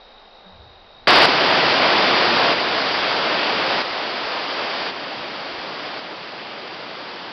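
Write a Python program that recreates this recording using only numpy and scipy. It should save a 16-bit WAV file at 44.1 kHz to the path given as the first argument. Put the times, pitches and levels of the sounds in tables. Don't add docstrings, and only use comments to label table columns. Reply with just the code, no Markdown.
import sys
import numpy as np
from scipy import signal
from scipy.fft import rfft, irfft, next_fast_len
from scipy.io import wavfile

SR = 44100
rng = np.random.default_rng(int(sys.argv[2]) if len(sys.argv) > 2 else 0)


def wav_out(sig):
    wavfile.write(sys.argv[1], SR, np.round(np.clip(np.atleast_2d(sig).T, -1, 1) * 32767).astype(np.int16))


N = 322812
TIME = np.arange(N) / SR

# start_s, level_db, extra_bass_db
ROAR_STEPS = [(1.071, -9.5, -6), (1.254, -15.5, 0.5), (2.529, -19.5, -1.5), (3.815, -24.5, -4),
              (4.905, -29.5, 2), (5.992, -33, 3.5)]
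STEP_RAMP_S = 0.009
# frequency_hz, density_db (per Hz)
ROAR_SPECTRUM = [(25, -39), (45, -31), (90, -18), (160, -8.5), (290, -5), (450, -2.5), (620, 1.1),
                 (1000, -0.6), (1400, -2.5), (2100, -4.5), (3300, -5.5), (4100, -9), (4750, -5), (5500, -8)]
# centre_s, level_over_roar_db, gaussian_width_s
WATER_SURGES = [(3.496, -4.5, 0.011), (4.6, -4.0, .022)]
# centre_s, peak_db
SET_THUMPS = [(1.185, -35), (1.225, -43), (2.11, -47), (5.54, -50)]
THUMPS_FROM_S, THUMPS_UNTIL_S, THUMPS_PER_S, THUMP_DB = 1.1, 5.9, 2.6, -50.5

# strokes_per_s, pitch_hz (towards which each stroke glides), direct_level_db
CRICKETS = [(52.4, 3725, -54.5), (46.8, 3940, -62)]
# frequency_hz, level_db (relative to the blow), t60_s
HOLLOW_MODES = [(186, 2, 0.25), (307, -16, .12)]
BLOW_S, BLOW_DB = 0.459, -43.5
# frequency_hz, density_db (per Hz)
WIND_SPECTRUM = [(20, -11), (85, 5), (140, -7.5), (250, -15.5), (600, -35)]
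PUFF_S, PUFF_ATTACK_S, PUFF_HOLD_S, PUFF_RELEASE_S = 0.496, 0.07, 0.12, 0.06
CALM_DB, PUFF_DB, BREEZE_DB = -74, -51, -62
# frequency_hz, density_db (per Hz)
MURMUR_SPECTRUM = [(25, 4), (70, -14), (140, -17), (225, -5.5), (280, -13), (400, -4), (620, -0.5),
                   (700, -1.5), (790, 2.5), (950, -4.5), (1200, -6), (2100, -13), (4500, -14.5),
                   (5400, -12.5)]
MURMUR_DB = -47.5

MIC_TOP_HZ, MIC_STOP_HZ, CUTOFF_HZ = 4980, 6850, 12400


def waterfall(pockets_db=-13.0, churn_db=0.14, bass_hz=260):
    level_db, bass_db = stepped_level_and_bass()
    roar = rush(ROAR_SPECTRUM, patchy_db=0.4, flicker_rate=11)
    pockets = air_pockets(per_s=1600, low_hz=282.7, high_hz=1425, cycles=16, spread_db=2.5)
    gulps = from_db(pockets_db) * pockets

    landing = np.zeros(N)
    for centre_s, over_roar_db, width_s in WATER_SURGES:
        landing += from_db(over_roar_db) * np.exp(-0.5 * ((TIME - centre_s) / width_s) ** 2)
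    surges = landing * air_pockets(per_s=8300, low_hz=454, high_hz=1390, cycles=6.4, spread_db=-1.5)

    churn = from_db(churn_db * drift(2.6))
    water = (roar + gulps + surges) * churn
    bass = butter(water, bass_hz, "low", order=1)
    water = water + (from_db(bass_db) - 1) * bass
    return from_db(level_db) * water


def stepped_level_and_bass():
    rows = np.array(ROAR_STEPS)
    held = np.outer(rows[0, 1:], np.ones(N))
    for before, after in zip(rows, rows[1:]):
        ramp = np.clip((TIME - after[0]) / STEP_RAMP_S, 0, 1)
        held += np.outer(after[1:] - before[1:], ramp)
    return held


def rush(spectrum, patchy_db, flicker_rate, count=9):
    size = next_fast_len(N, real=True)
    hz = np.maximum(np.arange(size // 2 + 1) * SR / size, 1)
    points_hz, points_db = np.transpose(spectrum)
    density_db = np.interp(np.log(hz), np.log(points_hz), points_db)
    noise = rfft(rng.standard_normal(size)) * from_db(density_db)
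    noise = noise * (hz < 7000)
    octave = np.floor(np.log2(hz / 14))
    total = np.zeros(N)
    for k in range(count):
        band = irfft(noise * (octave == k), size)[:N]
        total += band * from_db(patchy_db * drift(flicker_rate))
    return rms_one(total)


def air_pockets(per_s, low_hz, high_hz, cycles, spread_db, count=18):
    strength_db = spread_db * np.minimum(rng.exponential(1, N), 4)
    impulses = from_db(strength_db) * rng.choice([-1, 1], N)
    born = rng.random(N) < per_s / SR
    pitch_index = rng.integers(0, count, N)
    ringing = np.zeros(N)
    for k, hz in enumerate(np.geomspace(low_hz, high_hz, count)):
        ringing += ring(impulses * born * (pitch_index == k), hz, cycles / hz)
    return rms_one(butter(ringing, low_hz, "high"))


def thumps(width_s=0.0031, spread_db=2.5):
    slots = np.arange(THUMPS_FROM_S, THUMPS_UNTIL_S - 1 / THUMPS_PER_S, 1 / THUMPS_PER_S)
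    delay, size = rng.random((len(slots), 2)).T
    further_s = slots + delay / THUMPS_PER_S
    further_db = THUMP_DB + spread_db * (2 * size - 1)
    total = np.zeros(N)
    for centre_s, peak_db in [*SET_THUMPS, *zip(further_s, further_db)]:
        u = np.clip((TIME - centre_s) / width_s, -10, 10)
        total += from_db(peak_db) * u * np.exp(0.5 * (1 - u ** 2))
    return total


def cricket(strokes_per_s, pitch_hz, direct_level_db, glide_hz=420, settle=0.32, peak_at=0.65, width=0.18,
            uneven_db=2.5, scatter_db=-9.0, scatter_s=0.038):
    stroke = np.cumsum(strokes_per_s * (1 + 0.018 * drift(10.5))) / SR % 1
    glide = glide_hz / (1 + (stroke / settle) ** 4)
    hz = pitch_hz + glide + 18 * drift(85)
    swell = np.exp(-0.5 * ((stroke - peak_at) / width) ** 2)
    loudness = swell + 0.41 * np.sqrt(np.sin(np.pi * stroke))
    tone = np.sin(2 * np.pi * np.cumsum(hz) / SR)
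    song = loudness * from_db(uneven_db * drift(100)) * tone

    lag = TIME[:SR // 8]
    echoes = rng.standard_normal(len(lag)) * np.exp(-lag / scatter_s)
    scattered = rms_one(signal.fftconvolve(song, echoes)[:N])
    return from_db(direct_level_db) * (rms_one(song) + from_db(scatter_db) * scattered)


def knock(soft_hz=500, swell_s=0.004):
    blow = np.zeros(N)
    blow[round(BLOW_S * SR)] = from_db(BLOW_DB)
    modes = sum(from_db(level_db) * ring(blow, hz, t60_s) for hz, level_db, t60_s in HOLLOW_MODES)
    build = 1 - np.exp(-np.maximum(TIME - BLOW_S, 0) / swell_s)
    return butter(modes, soft_hz, "low") * build


def wind():
    age = TIME - PUFF_S
    attack = np.clip(age / PUFF_ATTACK_S, 0, 1)
    release = np.exp(-np.maximum(age - PUFF_ATTACK_S - PUFF_HOLD_S, 0) / PUFF_RELEASE_S)
    puff = attack * np.maximum(from_db(PUFF_DB) * release, from_db(BREEZE_DB))
    strength = from_db(CALM_DB) + puff
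    return strength * butter(rush(WIND_SPECTRUM, patchy_db=-0.5, flicker_rate=20), 450, "low")


def far_water():
    return from_db(MURMUR_DB) * rush(MURMUR_SPECTRUM, patchy_db=0.5, flicker_rate=4.2)


def river_bank():
    crickets = sum(cricket(*row) for row in CRICKETS)
    return crickets + knock() + wind() + far_water()


def ring(clicks, hz, t60_s):
    r = np.exp(-np.log(1000) / (t60_s * SR))
    w = 2 * np.pi * hz / SR
    return signal.lfilter([0, np.sin(w)], [1, -2 * r * np.cos(w), r * r], clicks + 1e-18)


def drift(rate):
    r = np.exp(-80 * np.pi * rate / SR)
    noise = rng.standard_normal(N // 40 + 2002)
    slow = signal.lfilter([1], [1, -2 * r, r * r], noise)[2000:]
    return np.interp(np.arange(N) / 40, np.arange(len(slow)), rms_one(slow))


def butter(x, hz, kind, order=2):
    return signal.sosfilt(signal.butter(order, hz, kind, fs=SR, output="sos"), x + 1e-18)


def rms_one(x):
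    return x / np.sqrt(np.mean(x ** 2) + 1e-20)


def from_db(db):
    return 10 ** (np.asarray(db) / 20)


def scene():
    after_cut = np.clip((TIME - ROAR_STEPS[0][0]) / 0.001, 0, 1)
    falls = waterfall() + thumps()
    mono = (1 - after_cut) * river_bank() + after_cut * falls
    return np.array([mono, mono])


def record(dry):
    headroom, ceiling = 0.76, 0.68
    rounded = dry / (1 + (dry / headroom) ** 6) ** (1 / 6)
    narrow = butter(rounded, MIC_TOP_HZ, "low", order=12)
    treble_stop = signal.cheby2(16, 70, MIC_STOP_HZ, fs=SR, output="sos")
    narrow = signal.sosfilt(treble_stop, narrow)
    clipped = np.clip(narrow, -ceiling, ceiling)
    return butter(clipped, CUTOFF_HZ, "low", order=20)


dry = scene()
out = record(dry)
wav_out(out)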